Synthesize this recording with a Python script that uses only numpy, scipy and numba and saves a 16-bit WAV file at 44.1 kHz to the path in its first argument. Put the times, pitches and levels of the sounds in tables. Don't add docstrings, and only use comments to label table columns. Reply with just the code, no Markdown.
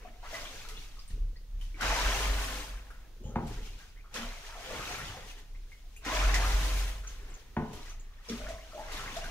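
import sys
import numpy as np
from scipy import signal
from scipy.fft import rfft, irfft
from scipy.io import wavfile
from scipy.ndimage import uniform_filter1d
from numba import njit

SR = 44100
rng = np.random.default_rng(int(sys.argv[2]) if len(sys.argv) > 2 else 0)


def dump(signal):
    limited = np.clip(np.atleast_2d(signal).T, -1, 1)
    pcm = np.round(limited * 32767).astype(np.int16)
    wavfile.write(sys.argv[1], SR, pcm)


def convert_level_to_amplitude(level_db):
    exponent = np.asarray(level_db, float) / 20
    return 10 ** exponent


N = 410130

# f/Hz, density/dB per Hz
WORKSHOP_SPECTRUM = [(8.8, -30), (15, 8.5), (42, 0.5), (61, -7.5), (173, -31.5), (1150, -37), (1880, -39),
                     (3900, -37.5), (6580, -45), (7390, -48.5), (14400, -48), (15800, -45)]
# f/Hz, side minus mid/dB
SIDE_SPREAD = [(60, -30), (125, -17), (250, -11), (500, -8), (1000, -7), (2000, -3.5), (4000, 0)]
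# f/Hz, t60/s
ROOM_DECAY = [(150, 0.38), (600, 0.59), (2000, 0.35), (7000, 0.21)]
# f/Hz, gain/dB
PORT_RESONANCE = [(4500, -0.16), (6600, 4.5), (7500, 2)]
# f/Hz, gain/dB
TREBLE_LIMIT = [(15700, 0), (15790, -70)]

# peak t/s, level/dB, f/Hz, fall/s
FLOOR_SHAKES = [(0, -50, 31.5, .3), (.23, -47, 27.35, 0.25), (.65, -45.5, 25.87, 2.2),
                (1.14, -30, 29.93, 0.058), (1.22, -33, 32, 0.38), (1.68, -34, 32.8, 0.4),
                (1.55, -39.5, 32.7, 0.35), (2.75, -43.5, 39.84, 0.18), (2.98, -48, 34.92, 0.088),
                (3.29, -42, 37.8, 0.47), (3.6, -40.5, 32.98, 0.72), (4.25, -49, 29.87, 0.6),
                (4.61, -48.5, 29.03, 2.6), (5.28, -43, 30.24, 0.18), (5.57, -40.5, 29.35, 0.64),
                (7.25, -41, 27.04, 0.78), (7.95, -40.5, 27.44, 0.69), (8.94, -41.5, 26, 1.2),
                (9.25, -45, 26.2, 0.79)]
# peak t/s, level/dB, rise/s, fall/s
HATCH_GUSTS = [
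    (1.89, -27.5, 0.13, 0.19),
    (2.07, -28, 0.19, 0.2),
    (2.31, -25, 0.36, 0.34),
    (2.55, -38.5, 0.59, 0.93),
    (6.251, -26.5, 0.28, 0.42),
    (6.38, -29, 0.41, 0.29),
    (6.55, -28.5, 0.34, 0.59),
    (6.75, -31.5, 0.75, 0.7),
    (8.47, -39, 0.39, 0.56),
]

# t/s, peak level/dB, contact/ms
JUG_KNOCKS = [(1.1, -46, 9), (3.204, -44, 4.2), (3.244, -31, 7), (3.282, -34, 4), (3.316, -47, 2.03),
              (3.357, -19, 0.53), (3.39, -33, 0.93), (3.425, -29, 2.3), (7.566, -20.5, 0.47),
              (7.579, -28.5, 2), (7.599, -28, 1.04), (7.62, -31.5, 0.79)]
# f/Hz, level/dB, t60/s
DRUM_MODES = [(70.4, -5.5, 0.2), (112, -4, 0.3), (159, -4, 0.32), (219.1, 1.5, 0.12), (259, -2, 0.13),
              (341, -8.5, 0.25), (423.9, -9, 0.19), (540, -8, 0.09), (725, -7, 0.12), (865, 0, 0.063),
              (998, -1.5, 0.08), (1220, -14, 0.13), (1458, -4, 0.11), (2670, -12, 0.087)]

# t/s, peak level/dB, f/Hz
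GULP_BUBBLES = [(0.05, -38, 727), (0.23, -45, 940), (0.329, -34, 615), (1.744, -47.5, 319),
                (4.151, -36.5, 500), (4.249, -43, 657), (4.479, -48, 650), (4.704, -35.5, 618),
                (4.908, -34, 725), (5.145, -40, 738), (5.17, -38.5, 521), (6.064, -31, 284),
                (6.129, -30, 626), (6.147, -29, 623), (8.301, -28, 225), (8.487, -33.5, 654),
                (8.778, -33, 807), (8.794, -34.5, 860), (9.166, -30, 662)]
# t/s, peak level/dB, f/Hz
DRIP_BUBBLES = [(0.2478, -42, 1260), (0.3428, -30, 1976), (0.6516, -39, 1340), (0.7694, -39, 3450),
                (0.9692, -49.5, 1234), (1.3585, -51, 1910), (1.6122, -40.5, 3050), (1.7439, -43.5, 2240),
                (1.809, -23.5, 1444), (2.9043, -42, 1420), (3.5783, -48, 1860), (3.799, -47, 1597),
                (4.041, -51, 1340), (4.144, -39, 1243), (4.8, -34, 1250), (4.9854, -35.5, 1350),
                (5.103, -40, 1210), (5.2985, -41.5, 2790), (5.3894, -68, 2110), (5.5494, -49, 2080),
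                (5.7182, -42.5, 2070), (5.9638, -44, 2414), (6.0511, -37, 1850), (6.342, -20, 1990),
                (7.0378, -41, 1394), (7.8585, -46, 1970), (8.7241, -44, 1290), (8.996, -35.5, 1330),
                (9.2416, -33.5, 1520), (0.46, -42, 2300), (0.555, -45, 1600), (0.695, -43, 1300),
                (0.7, -45, 2050), (4.49, -45, 900), (4.553, -43, 1100), (4.94, -40, 2200),
                (4.985, -40, 2100), (5.01, -41, 2300), (5.17, -44, 1950), (5.37, -48, 1800),
                (5.38, -49, 3000), (8.295, -43, 2150), (8.46, -44, 1400), (8.49, -45, 1850),
                (5.84, -56, 700)]
# t/s, peak level/dB, f/Hz
PLINK_BUBBLES = [(0.992, -41, 4870), (1.0787, -44.5, 8530), (1.3638, -48.5, 4300), (3.467, -49, 7540),
                 (5.9643, -53, 6540), (7.0736, -37, 6140), (7.3013, -49, 7740), (7.3414, -43.5, 6610),
                 (7.7307, -49, 6080), (7.897, -43, 6060), (7.998, -47.5, 6700), (8.288, -34, 5450),
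                 (8.4998, -48, 7820)]
# start t/s, length/s, first f/Hz, last
# f/Hz, level/dB
GLUG_TRAINS = [(0.35, .1, 464, 724, -51.5), (0.71, 0.037, 420, 470, -60), (1.8, 0.15, 330, 276, -62),
               (3.24, 0.15, 520, 545, -45), (3.251, 0.073, 870, 790, -54.5), (4.039, 0.05, 1160, 1340, -57),
               (4.548, 0.062, 692, 720, -45.5), (4.662, 0.11, 520, 463, -44.5),
               (8.389, 0.16, 612, 630, -42.5), (8.285, 0.04, 476, 380, -45), (4.17, 0.059, 230, 240, -48.5),
               (0.061, 0.047, 210, 230, -64.5), (8.715, 0.033, 1390, 1270, -53),
               (3.96, 0.054, 1880, 2370, -54), (1.81, .08, 1400, 1570, -38), (1.89, 0.046, 850, 640, -39),
               (1.945, .045, 900, 1020, -39), (2.05, .05, 1500, 1600, -40), (2.12, .04, 700, 890, -40),
               (6.35, .1, 695, 860, -37.5), (5.28, .05, 3100, 3900, -56), (8.732, 0.09, 610, 630, -42),
               (3.235, .08, 6900, 6300, -52.5), (3.24, .05, 3000, 3100, -55), (.228, .05, 690, 1500, -47),
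               (.5, .06, 520, 480, -54), (0.75, .04, 2800, 2800, -49), (3.81, 0.039, 1540, 1400, -57),
               (4.5, .08, 1250, 1350, -50), (4.155, 0.045, 2000, 1800, -45), (5, 0.023, 1800, 2000, -45),
               (8.31, 0.046, 1330, 1150, -52), (9.7, 0.044, 1500, 1610, -54), (9.07, .04, 1800, 1900, -49),
               (9.8, .1, 850, 780, -45), (6.07, .05, 990, 1200, -36.5), (6.21, .04, 1200, 1500, -34),
               (6.43, .04, 1100, 1500, -34), (3.2, .04, 305, 438, -53), (3.3, 0.036, 1300, 1370, -60)]
# t/s, peak level/dB, mist minus peak/dB
WATER_SLAPS = [(0.2324, -63, -22), (0.687, -36.5, -10), (1.0774, -58, 3), (1.6122, -48.5, -7),
               (1.81, -29, -14), (2.905, -52, -4), (3.4715, -41.5, -8), (3.78, -61, -20),
               (4.1407, -31, -29), (4.984, -41, -4), (5.9639, -57.5, 9), (6.0496, -35, -20),
               (6.342, -21, -24), (7.039, -48, -15), (7.7315, -41.5, -6), (7.8578, -48, -23),
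               (8.296, -37, -20), (8.4868, -39.5, -21), (8.7929, -47, -7), (8.9195, -36.5, -10),
               (9.1662, -34, -26), (9.2421, -38.5, -13)]

# f/Hz, density/dB per Hz
WATER_SPECTRUM = [(35, -4), (60, 5), (76, -13.5), (184, -26), (300, -27), (361, -29.5), (415, -21),
                  (456, -25), (744, -21), (1930, -20.5), (2740, -23), (6650, -31), (15800, -42.5)]
WATER_SPLITS_HZ = 95, 400, 2500, 7200, 15900
# peak t/s, spray level/dB, rise/s, fall/s, gurgle minus spray/dB
DRUM_STIRS = [(.07, -63.5, 0.82, 0.17, 5), (.245, -62.5, 0.036, 0.68, 8.5), (0.358, -44.5, 0.15, 0.5, -2.5),
              (.62, -58.5, 0.99, 0.54, -3), (3.52, -56, 0.3, 0.58, 0.5), (3.665, -62, .1, .35, -3),
              (3.79, -62, 0.038, 0.38, -1), (4.161, -43, 0.055, 0.61, 2), (4.47, -60.5, 0.13, 0.97, 1),
              (4.75, -46, 0.48, 0.59, 1.5), (4.92, -48, 0.28, 0.54, 2.5), (5.08, -55, 0.46, 0.22, 1),
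              (5.19, -60, 0.21, 0.37, 4.5), (7.33, -70, .4, .3, 9), (7.764, -57.5, 0.24, 0.51, -2.5),
              (7.92, -61, 0.75, 0.087, 0), (8.296, -51, 0.043, 1.26, -3), (8.52, -59, 0.88, 0.14, 5),
              (8.94, -47, 0.31, 2.27, 3)]
# peak t/s, spray level/dB, rise/s, fall/s
JUG_RUNOFF = [(.84, -54.5, 0.46, 0.25), (.97, -60.5, 0.2, .35), (1.11, -60, 0.05, 0.27),
              (1.63, -59, 0.15, 0.53), (5.31, -55.5, 0.15, 0.16), (5.388, -58, 0.043, 0.11),
              (5.55, -69, 0.18, 0.36), (5.72, -64.5, 0.15, 0.4), (5.97, -67, 0.34, 0.07),
              (7.08, -57, 0.033, 0.54), (7.4, -66, 0.72, 0.21), (8.255, -57.5, 0.048, 0.18)]
# peak t/s, level/dB, rise/s, fall/s
BULK_HEAVES = [(.08, -59, .3, 0.12), (.36, -58, 0.15, 1), (.8, -61, 0.97, 0.06), (1.11, -55, 0.035, 0.74),
               (3.5, -45, 0.57, 0.51), (4.16, -52.5, 0.076, 0.46), (4.75, -47, 0.16, 0.7),
               (5.05, -50, 0.75, 0.57), (7.28, -58.5, 0.95, 0.53), (7.72, -51, 0.24, 0.48),
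               (8.296, -50, 0.026, 0.68), (8.94, -50, 0.18, 2.8)]
# t/s, spray level/dB
STILL_POURS = [
    [(1.75, -77.5), (1.83, -37.5), (1.93, -37.5), (2.2, -38.5), (2.5, -41.5), (2.65, -49), (2.82, -62.5),
     (2.96, -71), (3.1, -78)],
    [(6.01, -75), (6.07, -42), (6.2, -39), (6.41, -39), (6.7, -42), (6.9, -48.5), (7.06, -66), (7.2, -81)],
]
# f/Hz, width/Hz, level/dB
SHELL_MODES = [(106.7, 7.1, -1), (165.2, 6.5, -6), (258.1, 5.3, -2.5), (300.6, 33, -0.5), (410.5, 17, -2),
               (511.6, 4.4, 0), (638, 8.4, 0.5), (727, 5.2, -5), (1038, 16, 1.5)]

SWELL_DB = 33.5
FIZZ_DB = -0.5


def level(x, db=0):
    return x * convert_level_to_amplitude(db) / np.sqrt(np.mean(x ** 2))


def curve(t_s, values):
    return np.interp(np.arange(N) / SR, t_s, values)


def colour(x, points):
    hz, db = np.transpose(points)
    f = np.fft.rfftfreq(x.shape[-1], 1 / SR) + 1
    gain = convert_level_to_amplitude(np.interp(np.log(f), np.log(hz), db))
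    return irfft(rfft(x) * gain, x.shape[-1])


def band(x, lo_hz, hi_hz):
    sos = signal.butter(2, [lo_hz, hi_hz], "band", fs=SR, output="sos")
    return signal.sosfilt(sos, x)


def walk(rate_hz):
    k = int(SR / rate_hz)
    held = np.repeat(rng.standard_normal(N // k + 1), k)
    return 0.613 * uniform_filter1d(uniform_filter1d(held, k), k)[:N]


def wide(mid, side):
    return mid + colour(side, SIDE_SPREAD) * np.array([[1], [-1]])


def swell(peak_s, db, rise_s, fall_s):
    t = np.arange(0, N / SR + 0.002, 0.001)
    late = t[:, None] - peak_s
    below_peak = SWELL_DB * np.maximum(-late / rise_s, late / fall_s)
    return curve(t, convert_level_to_amplitude(db - below_peak).sum(axis=1))


def pour(full_db, empty_db):
    t, out = np.arange(N) / SR, 0
    for s, flow_db in map(np.transpose, STILL_POURS):
        emptied = np.clip((t - s[0]) / 0.69, 0, 1)
        share_db = full_db + (empty_db - full_db) * emptied
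        out = out + (t > s[0]) * (t < s[-1]) * convert_level_to_amplitude(curve(s, flow_db) + share_db)
    return out


@njit
def add_rings(out, start, hz, t60, size, glide):
    for k in range(len(start)):
        n, phase = int(t60[k] * SR), 0.
        fade, a = np.exp(-np.log(1000) / n), size[k]
        for i in range(min(n, len(out) - start[k])):
            phase += 2 * np.pi * hz[k] * (1 + glide[k] * i / n) / SR
            out[start[k] + i] += a * np.sin(phase)
            a *= fade


def swarm(count, lo_hz, hi_hz, cycles, scatter_db, glide):
    when, pitch, rank = rng.random((count, 3)).T
    hz, out = lo_hz * (hi_hz / lo_hz) ** pitch, np.zeros(N)
    size = hz * convert_level_to_amplitude(-scatter_db * np.log(rank + 30 / count))
    add_rings(out, (when * N).astype(np.int64), hz, cycles / hz, size, glide + 0 * hz)
    return out


def workshop():
    hum = wide(*colour(rng.standard_normal((2, N)), WORKSHOP_SPECTRUM))
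    return level(hum * convert_level_to_amplitude(3.7 * walk(rate_hz=1.54)), -50)


def room(x):
    t = np.arange(SR) / SR
    tail = sum(band(rng.standard_normal((2, SR)), f / 2, f * 2) * 1000. ** (-t / t60)
               for f, t60 in ROOM_DECAY)
    tail = wide(*tail) * np.clip(t / 0.0035, 0, 1)
    tail = tail * convert_level_to_amplitude(-6) / np.sqrt(np.sum(tail ** 2) / 2)
    return signal.fftconvolve(x[None], tail, axes=1)[:, :N]


def boom():
    s, db, hz, fall = np.transpose(sorted(FLOOR_SHAKES))
    waver = 1.025 + 0.0484 * walk(rate_hz=12)
    rumble = level(band(rng.standard_normal(N), 16, 56.7), -11.0)
    flutter = convert_level_to_amplitude(4 * walk(rate_hz=12))

    def tone(f_hz):
        phase = 2 * np.pi * np.cumsum(f_hz * waver) / SR
        return flutter * (np.sqrt(2) * np.sin(phase) + rumble)

    still = swell(*np.transpose(HATCH_GUSTS)) * tone(44.4)
    floor = swell(s, db, fall * 0.55, fall) * tone(curve(s, hz))
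    return still + floor


def knocks():
    out, t = np.zeros(N), np.arange(SR) / SR
    hz, db, t60 = np.repeat(DRUM_MODES, 2, axis=0).T
    sign = (-1.) ** (np.arange(len(hz)) // 2)
    for s, peak_db, contact_ms in JUG_KNOCKS:
        ring, u = np.zeros(SR), rng.standard_normal((len(hz), 2)).T
        start = np.zeros(len(hz), np.int64)
        add_rings(ring, start, hz * (1 + 0.03 * u[0]), t60, convert_level_to_amplitude(db + 1.9 * u[1]) * sign, 0 * hz)
        noise = rng.standard_normal(SR)
        crack, clatter = np.exp(-t / 0.0036), np.exp(-t / 0.028)
        ring += band(noise, 500, 2400) * (convert_level_to_amplitude(13.0) * crack + convert_level_to_amplitude(7.5) * clatter)
        ring += band(noise, 700, 1070) * convert_level_to_amplitude(10.5) * clatter
        ring = np.convolve(ring, np.hanning(int(contact_ms * SR / 1000) + 3))[:SR]
        ring /= np.abs(ring).max()
        ring += convert_level_to_amplitude(-21.5 - 5.3 * contact_ms) * band(noise, 1600, 4100) * np.exp(-t / 0.014)
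        i = int(s * SR)
        out[i:i + SR] += ring * convert_level_to_amplitude(peak_db)
    return out


def blips():
    busy = swell(*np.transpose(DRUM_STIRS)[:4]) + pour(-2, -8)
    bubbles = swarm(count=450, lo_hz=500, hi_hz=4200, cycles=90, scatter_db=2.2, glide=0.12)
    return busy * level(bubbles, -6)


def drops():
    s, db, hz = np.transpose(GULP_BUBBLES + DRIP_BUBBLES + PLINK_BUBBLES)
    t60 = 0.062 * (1000 / hz) ** 0.45
    out, u = np.zeros(N), rng.random((len(s), 5)).T
    add_rings(out, (s * SR).astype(np.int64), hz, t60, convert_level_to_amplitude(db - 4.0), 0.058 + 0.08 * u[0])
    for late, off in (u[1:3], u[3:5]):
        start = ((s + 0.004 + late * t60 * 0.25) * SR).astype(np.int64)
        add_rings(out, start, hz * (0.9 + 0.248 * off), t60 * 0.97, convert_level_to_amplitude(db - 7.5), 0.11 + 0 * s)
    return out


def glugs():
    out = np.zeros(N)
    for s, length_s, first_hz, last_hz, db in GLUG_TRAINS:
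        jitter, detune, weaker = rng.random((12, 3)).T
        along = (np.arange(12) + jitter) / 12
        hz = (first_hz + (last_hz - first_hz) * along) * (0.96 + 0.08 * detune)
        start = ((s + length_s * along) * SR).astype(np.int64)
        add_rings(out, start, hz, 44 / hz, convert_level_to_amplitude(db - 1.6 * weaker), 0.038 + 0 * hz)
    return out


def slaps():
    decay = np.zeros((2, N))
    t = np.arange(SR // 2) / SR
    for s, db, mist_db in WATER_SLAPS:
        i = int(s * SR)
        burst = convert_level_to_amplitude([[db], [db + mist_db]]) * 1000. ** (-t / 0.2)
        decay[:, i:i + len(t)] += burst[:, :N - i]
    noise = wide(*rng.standard_normal((2, N)))
    spray = decay[0] * level(band(noise, 890, 6070))
    mist = decay[1] * level(band(noise, 5600, 11800))
    return convert_level_to_amplitude(-9.0) * (spray + mist)


def layer(lo_hz, hi_hz, bubbles, bubble_db, flicker_db):
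    edges = np.geomspace(lo_hz / 1.3, min(hi_hz * 1.3, 0.45 * SR), 6)
    rush = sum(convert_level_to_amplitude(flicker_db * walk(rate_hz=14)) * band(rng.standard_normal((2, N)), a, b)
               for a, b in zip(edges, edges[1:]))
    mixed = [level(band(r, lo_hz, hi_hz)) + level(band(b, lo_hz, hi_hz), bubble_db)
             for r, b in zip(rush, bubbles)]
    return level(wide(*colour(np.array(mixed), WATER_SPECTRUM)))


def swirled(gain):
    keep = np.exp(-1 / (0.32 * SR))
    return gain + convert_level_to_amplitude(-21.5) * signal.lfilter([1 - keep], [1, -keep], gain)


def shell():
    push = rng.standard_normal((2, N))
    ring = sum(convert_level_to_amplitude(db) * level(band(push, f - w / 2, f + w / 2)) for f, w, db in SHELL_MODES)
    return level(wide(*ring), -4) * swirled(pour(-2.8, -3.5))


def water():
    s, db, rise, fall, gurgle_db = np.transpose(DRUM_STIRS)
    stirs, runoff = swell(s, db, rise, fall), swell(*np.transpose(JUG_RUNOFF))
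    spray = stirs + runoff + pour(0, 0)
    mist = convert_level_to_amplitude(-9.5) * stirs + convert_level_to_amplitude(-8) * runoff + pour(-12.5, -6.5)
    gurgle = swell(s, db + gurgle_db, rise, fall * 0.91) + convert_level_to_amplitude(-8.5) * runoff
    gurgle = gurgle + swirled(pour(5.8, -1)) + convert_level_to_amplitude(-82)
    slosh = swell(*np.transpose(BULK_HEAVES)) + pour(-13, -10) + convert_level_to_amplitude(-72)
    surge = convert_level_to_amplitude(2.04 * walk(rate_hz=22) + 1.84 * walk(rate_hz=9))
    fizz = [swarm(count=16000, lo_hz=1800, hi_hz=17000, cycles=90, scatter_db=2.8, glide=0.1)
            for _ in range(2)]
    glug = [swarm(count=7000, lo_hz=300, hi_hz=3300, cycles=80, scatter_db=2.6, glide=0.15)
            for _ in range(2)]
    gulp = [swarm(count=500, lo_hz=100.0, hi_hz=508, cycles=13.7, scatter_db=2.0, glide=0.18)
            for _ in range(2)]
    deep, low, mid, high, top = WATER_SPLITS_HZ
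    out = surge * spray * layer(mid, high, fizz, FIZZ_DB, flicker_db=0.88)
    out += surge * mist * layer(high, top, fizz, FIZZ_DB - 2.5, flicker_db=0.32)
    out += gurgle * layer(low, mid, glug, 1, flicker_db=0.18)
    out += slosh * layer(deep, low, gulp, -2.6, flicker_db=7.7)
    return out + shell()


def scene():
    far, deep, wet = workshop(), boom(), slaps() + water()
    hits = knocks() + blips() + drops() + glugs()
    left, right = hits + room(hits) + wet
    left_db, lag_samples = 1.06, 4
    near = np.array([left * convert_level_to_amplitude(left_db / 2), np.roll(right, lag_samples) * convert_level_to_amplitude(-left_db / 2)])
    rumble_side = level(band(rng.standard_normal(N), 34, 52), -40)
    return near + wide(deep, rumble_side) + far


def band_limit(x):
    return signal.sosfilt(signal.butter(12, 15910, fs=SR, output="sos"), x)


def record(dry):
    ported = colour(dry, PORT_RESONANCE)
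    return band_limit(colour(ported, TREBLE_LIMIT))


dry = scene()
out = record(dry)
dump(out)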